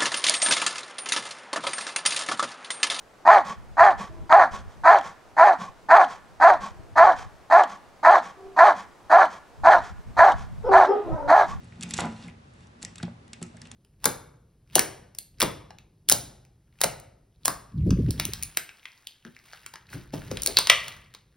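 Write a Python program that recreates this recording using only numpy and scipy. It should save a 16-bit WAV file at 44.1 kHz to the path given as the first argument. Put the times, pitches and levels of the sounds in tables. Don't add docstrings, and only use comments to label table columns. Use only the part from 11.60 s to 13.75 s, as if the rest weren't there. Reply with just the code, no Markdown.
import sys
import numpy as np
from scipy import signal
from scipy.fft import rfft, irfft
from scipy.io import wavfile

SR = 44100
rng = np.random.default_rng(int(sys.argv[2]) if len(sys.argv) > 2 else 0)


def undo_db(level):
    steps = np.asarray(level, float) / 20
    return 10 ** steps


def inscribe(sig):
    pcm = np.round(np.clip(np.atleast_2d(sig).T, -1, 1) * 32767)
    wavfile.write(sys.argv[1], SR, pcm.astype(np.int16))


N = 94815


def level(x, db):
    return x * undo_db(db) / np.sqrt(np.mean(x ** 2))


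def curve(rows):
    times, db = np.array(rows).T
    return undo_db(np.interp(np.arange(N) / SR, times, db))


def plastic(modes, cycles, detune):
    hz, db = np.array(modes).T
    shifted = hz * (1 + detune * rng.standard_normal(len(hz)))
    return np.array([shifted, db, cycles / hz]).T


def lean(modes, centre_hz, octaves):
    distance = np.log2(np.array(modes)[:, 0] / centre_hz)
    return -6 * (distance / octaves) ** 2


def ring(modes, gains_db, size):
    hz, db, t60 = np.array(modes).T[:, :, None]
    t = np.arange(size) / SR
    strength = undo_db(db + np.reshape(gains_db, (-1, 1)))
    decay = np.exp(-np.log(1000) * t / t60)
    return np.sum(strength * np.sin(2 * np.pi * hz * t) * decay, axis=0)


def grains(count, spread_db):
    return rng.standard_normal(count) * undo_db(spread_db * rng.exponential(size=count))


def hit(modes, centre_hz, octaves, chatter_ms, size, rattle_db=-120, blow_db=-120):
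    gains = lean(modes, centre_hz, octaves)
    ms = np.arange(size) / SR * 1000
    rattle = undo_db(rattle_db) * np.exp(-ms / 34.5)
    shape = np.exp(-ms / max(chatter_ms, 0.1)) + rattle
    rise = 1 - np.exp(-ms / 0.3)
    push = grains(size, 2.0) * shape * rise
    push[0] = -undo_db(blow_db)
    scatter = 1.5 * rng.standard_normal(len(modes))
    direct = signal.fftconvolve(push, ring(modes, gains + scatter, size=2048))[:size]
    around = ring(modes * [1, 1, 0.5], gains, size)
    same_energy = np.sqrt(np.sum(direct ** 2) / np.sum(around ** 2))
    return np.array([direct, around * same_energy])


def add(track, at_s, sound, peak_db):
    i = int(at_s * SR)
    scaled = sound * undo_db(peak_db) / np.abs(sound[0]).max()
    track[:, i:i + sound.shape[1]] += scaled[:, :N - i]


def highpass(x, order, cut_hz):
    return signal.sosfilt(signal.butter(order, cut_hz, "highpass", fs=SR, output="sos"), x)


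SNAP_OCTAVES, SNAP_CUT_HZ, SHELL_CYCLES = 0.9, 1250, 20

# (frequency [Hz], level [dB])
SHELL_MODES = [(1450, -42), (1940, 3.5), (2400, -61), (2850, 4), (3700, 5), (4400, 5.5), (5100, 2),
               (5700, 8.5), (6500, 3.5), (7250, 14), (7900, 15.5), (8600, -34), (9600, -52), (10650, 13)]
# (time [s], peak
# level [dB], colour centre [Hz], chatter [ms])
SHELL_SNAPS = [(0.2093, -27.5, 5840, 1.6), (0.2163, -35, 3900, 2), (0.2259, -24.5, 6400, 1),
               (0.2325, -20, 7100, 2.4), (0.2333, -19, 5000, 0.34), (0.299, -45, 8000, 2.3),
               (0.3078, -18, 5070, 2.8), (0.3365, -16.5, 6040, 5.4), (0.3401, -22, 7000, 2),
               (0.366, -28, 5970, 1.1), (0.3693, -22, 5840, 7.6), (0.378, -19, 7000, 1.6),
               (.3860, -18.5, 6350, 0.63), (0.394, -23.5, 7000, 4.4), (0.402, -26, 7000, 1.6),
               (0.4052, -18, 5000, 2.2), (.4550, -33, 7000, 1.3),
               (1.215, -46, 5000, 4.4), (1.2214, -35.5, 4070, 3.4), (1.2276, -23.5, 8200, 2.2),
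                 (1.2323, -34.5, 4530, 1.1), (1.2486, -20.5, 7200, 1.9), (1.3568, -31.5, 5240, 1.9),
                 (1.3810, -30, 4300, 3.6), (1.4283, -26.5, 3548, 2.7), (1.679, -44, 3500, 1.3),
                 (1.7320, -28, 5400, 1.8), (1.814, -40.5, 3900, 9.4), (1.8266, -24, 7740, 2),
                 (1.9686, -39.5, 5000, 1.7), (2.016, -30.5, 5000, 2.5), (2.0535, -39.5, 3560, 1.8),
                 (2.0714, -39, 3500, 1.1), (2.1144, -27.5, 5840, 2.2)]


def snaps():
    out = np.zeros((2, N))
    for s, db, hz, chatter_ms in SHELL_SNAPS:
        shell = plastic(SHELL_MODES, SHELL_CYCLES, detune=0.025)
        add(out, s, hit(shell, hz, SNAP_OCTAVES, chatter_ms, size=2048, blow_db=4), db)
    return highpass(out, 3, SNAP_CUT_HZ)


# (time [s], peak level [dB], panel
# tone [Hz], chatter [ms])
PANEL_TAPS = [(0.043, -49.5, 8300, 6), (0.1226, -43, 2000, 2.65), (0.228, -30.5, 2720, 5.9),
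              (.308, -31, 1950, 1.5), (.3078, -27, 5000, 1.5), (0.563, -42, 3440, 5.9),
              (.6365, -39.5, 3700, 2.5), (0.68, -42, 7800, 1.2), (.683, -37, 2060, 2.8),
              (.698, -42, 2770, 0.36), (0.935, -55.5, 8000, 3.6), (1.07, -51, 6600, 2.5),
              (1.2495, -38, 1880, 1.8), (1.2490, -22, 6200, 1.6), (1.431, -29.5, 3370, 2.6),
              (1.736, -44.5, 4100, 1.24), (.210, -63, 2750, 2.5), (0.22, -36, 2800, 2.9),
              (0.4, -44, 4100, 1), (0.3, -35, 10600, 0.89), (.318, -44, 3800, 0.76), (0.57, -53, 2300, 3.2),
              (0.52, -53, 2300, 2), (.625, -41, 4200, 2), (0.63, -47, 3330, 2.2), (1.223, -37.5, 4300, 1.4),
              (1.430, -33, 1440, 4.1), (1.4, -35, 1600, 2.3), (1.452, -43, 4200, 2),
              (1.827, -40, 3100, 1.3), (1.8265, -35.5, 7200, 2.7), (1.836, -41, 6800, 2.4),
              (1.863, -46, 7300, 5.8), (1.972, -48, 1800, 2.86), (2.019, -44, 1710, 2.9),
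              (2.0175, -31.5, 5300, 0.88), (2.056, -41.5, 2900, 4), (1.2285, -27, 13000, 1.8),
              (1.249, -38, 17000, 1.3), (1.237, -36, 12000, 1.5), (1.737, -41.5, 2300, 3.7),
              (0.29, -38, 7200, 2), (.2258, -28.5, 5800, 1.5)]


def taps():
    out = np.zeros((2, N))
    for s, db, hz, chatter_ms in PANEL_TAPS:
        panel = plastic([(hz, 0), (hz * 1.17, -3)], SHELL_CYCLES, detune=0)
        add(out, s, hit(panel, hz, SNAP_OCTAVES, chatter_ms, size=2048), db)
    return highpass(out, 3, SNAP_CUT_HZ)


BODY_CYCLES = 19.7

# (frequency [Hz], level [dB])
BODY_MODES = [(376, -33), (460, 1.5), (580, 6), (710, 4.5), (820, 14.5), (976, -2.5), (1025, 9), (1225, 10),
              (1420, 12.5), (1750, 0), (1980, 15.5), (2800, 10)]
# (frequency [Hz], level [dB], t60 [s])
TABLE_MODES = [(62, -45, 0.9), (95.4, -12.5, 1), (119.87, -12.5, 0.63), (176.1, 2, 0.18), (221.8, -4, 0.37),
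               (235.7, -3.5, 0.42), (283, -20, 0.26), (348, -15, 0.1)]
# (time [s], body peak [dB], body centre [Hz], table thump peak [dB], thump centre [Hz])
TABLE_KNOCKS = [(0.034, -63, 700, -34, 90), (0.237, -39.5, 890, -29.5, 178), (0.265, -64, 600, -35.5, 182),
                (0.336, -62, 900, -28, 188), (0.3892, -11.5, 1510, -32, 235), (0.406, -30, 840, -31.5, 200),
                (.420, -19, 970, -59, 235), (0.4389, -19.5, 1120, -27.5, 235),
                (0.4471, -30.5, 1430, -26, 235), (0.46, -27, 1300, -31, 235), (.472, -30.5, 900, -30, 235),
                (0.646, -45, 695, -37, 222), (1.237, -35, 699.4, -33.5, 174), (1.407, -44, 600, -36, 210),
                (1.432, -33, 716, -17.5, 165), (1.481, -35, 1050, -51, 200),
                (1.817, -35.5, 425, -25.5, 165), (1.943, -47.5, 530, -40, 200), (2.025, -54, 700, -39, 232)]


def knocks():
    body, table = np.zeros((2, N)), np.zeros((1, N))
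    t = np.arange(512) / SR * 1000
    thump_push = t * np.exp(-t)
    for s, db, hz, thump_db, thump_hz in TABLE_KNOCKS:
        modes = plastic(BODY_MODES, BODY_CYCLES, detune=0.005)
        blow = hit(modes, hz, 1.2, 0.23, size=8192, rattle_db=-12.5, blow_db=21)
        blow = signal.lfilter(*signal.butter(2, hz * 3.6, fs=SR), blow)
        add(body, s, blow, db)
        top = ring(TABLE_MODES, lean(TABLE_MODES, thump_hz, 0.63), size=16384)
        add(table, s, signal.fftconvolve(thump_push, top)[None], thump_db)
    return body, highpass(table, 4, 106.4)


# (time [s], peak level [dB], frequency [Hz], t60 [s])
HOLLOW_TONES = [(.391, -34, 1030, 0.12), (0.391, -34, 1410, 0.052), (.408, -37.5, 817, 0.27),
                (0.425, -36.5, 1050, 0.054), (0.439, -36, 987, 0.18), (.441, -35.5, 712, 0.14),
                (.448, -36, 1384, 0.06), (.459, -41.5, 2000, 0.027), (.470, -42.5, 821, 0.17),
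                (1.431, -41, 683, 0.046), (1.436, -44.5, 803, 0.11), (1.436, -43, 345, 0.15),
                (1.480, -46, 580, 0.057), (1.480, -53, 1146, 0.043), (1.820, -40.5, 352, 0.096),
                (1.827, -49.5, 1300, .12), (1.945, -50, 632, 0.061)]


def tones():
    out = np.zeros((2, N))
    ms = np.arange(8192) / SR * 1000
    rise = 1 - np.exp(-ms / 0.84)
    for s, db, hz, t60 in HOLLOW_TONES:
        tone = ring([(hz, 0, t60)], 0, size=8192) * rise
        add(out, s, np.tile(tone, (2, 1)), db)
    return out


def rubbed(modes, control, db, gains_db=0):
    response = ring(modes, gains_db, size=16384)
    response = response / np.sqrt(np.sum(response ** 2))
    force = level(grains(N, 3), db) * curve(control)
    return signal.fftconvolve(force, response)[:N]


# (time [s], level [dB])
DRAG_LEVEL = [(0.0, -47.5), (.1, -60.5), (.18, -45.5), (.3, -42.5), (0.47, -35), (.58, -52.5), (.68, -42.5),
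              (0.8, -69), (1.1, -60.5), (1.25, -51.5), (1.6, -59), (1.75, -58), (1.9, -55.5), (2.15, -52.5)]
# (time [s], level [dB])
RUB_LEVEL = [(0, -57), (.18, -59.5), (.3, -49), (.40, -36), (.5, -49.5), (.56, -50.5), (.64, -46.5),
             (.70, -56.5), (.76, -83), (1.04, -55.5), (1.12, -97), (1.2, -60), (1.36, -60), (1.42, -51.5),
             (1.55, -82), (2.05, -57), (2.15, -71)]


def handling():
    table_shake = rubbed(TABLE_MODES, DRAG_LEVEL, -0.5)
    body_shake = rubbed(plastic(BODY_MODES, BODY_CYCLES, 0), DRAG_LEVEL, -14.5)
    shell = plastic(SHELL_MODES, SHELL_CYCLES, 0)
    fingers = rubbed(shell, RUB_LEVEL, -7, lean(shell, 3500, 0.74))
    return table_shake, body_shake + fingers


ROOM_DB, ROOM_GAP_MS = -12.5, 7.1
ROOM_ALIKE = 0.64

# (band centre [Hz], level [dB], t60 [s])
ROOM_BANDS = [(283, 11, 0.29), (600, 1, 0.73), (1090, 1, 0.53), (2000, 11.5, 0.25), (3500, 4, 0.32),
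              (5000, -4.5, 0.19), (7000, 0, 0.36), (9200, -8, 0.23)]


def room(x):
    t = np.arange(SR // 2) / SR
    tail = np.zeros((2, len(t)))
    for hz, db, t60 in ROOM_BANDS:
        band = signal.butter(2, [hz / 1.51, hz * 1.383], "bandpass", fs=SR, output="sos")
        noise = signal.sosfilt(band, rng.standard_normal((2, len(t))))
        tail += noise * undo_db(db) * np.exp(-np.log(1000) * t / t60)
    middle = tail[0]
    side = tail[1] * np.sqrt((1 - ROOM_ALIKE) / (1 + ROOM_ALIKE))
    build_up = np.clip(t * 1000 / ROOM_GAP_MS, 0, 1) ** 2
    tail = np.array([middle + side, middle - side]) * build_up
    tail = tail * undo_db(ROOM_DB) / np.sqrt(np.sum(tail ** 2) / 2)
    return signal.fftconvolve(x[None], tail, axes=1)[:, :N]


def hum():
    return undo_db(-67) * np.sqrt(2) * np.sin(2 * np.pi * 120.6 * np.arange(N) / SR)


def coloured(points, db):
    hz = np.maximum(np.arange(N // 2 + 1) * SR / N, 1)
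    point_hz, point_db = np.array(points).T
    gain = undo_db(np.interp(np.log(hz), np.log(point_hz), point_db))
    return level(irfft(rfft(rng.standard_normal(N)) * gain, N), db)


APART = np.array([[1], [-1]])

# (frequency [Hz], level [dB per Hz])
AIR_MIDDLE = [(15, -6.5), (25, 1.5), (124, 4.5), (480, -13.5), (573, -13), (668, -16.5), (1060, -18),
              (4070, -26.5), (11000, -37), (14300, -68), (22000, -120)]
# (frequency [Hz], level [dB per Hz])
AIR_APART = [(15, -68), (25, -24), (165, -13), (247, -12), (353, -9.5), (422, -9.5), (1170, -11),
             (11000, -38.5), (14300, -75), (22000, -120)]


def air():
    return coloured(AIR_MIDDLE, -53) + APART * coloured(AIR_APART, -60)


def scene():
    body, table = knocks()
    shake, rustle = handling()
    toy, around = snaps() + taps() + body + tones() + rustle
    near = toy + APART * undo_db(-15.5) * np.gradient(toy)
    low_body = signal.lfilter(*signal.iirpeak(510, 1.8, fs=SR), body[0] + tones_direct(body))
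    near = near - APART * undo_db(-9.5) * low_body
    return near + room(around) + table + shake + hum() + air()


def tones_direct(body):
    return tones()[0]


def top_cut(x):
    return signal.sosfilt(signal.butter(12, 12370, fs=SR, output="sos"), x)


def record(dry):
    dip = signal.lfilter(*signal.iirpeak(8940, 3.2, fs=SR), dry)
    mix = highpass(dry - 0.31 * dip, 3, 56)
    mix = signal.sosfilt(signal.ellip(7, 0.5, 37, 11000, fs=SR, output="sos"), mix)
    return top_cut(mix)


dry = scene()
out = record(dry)
inscribe(out)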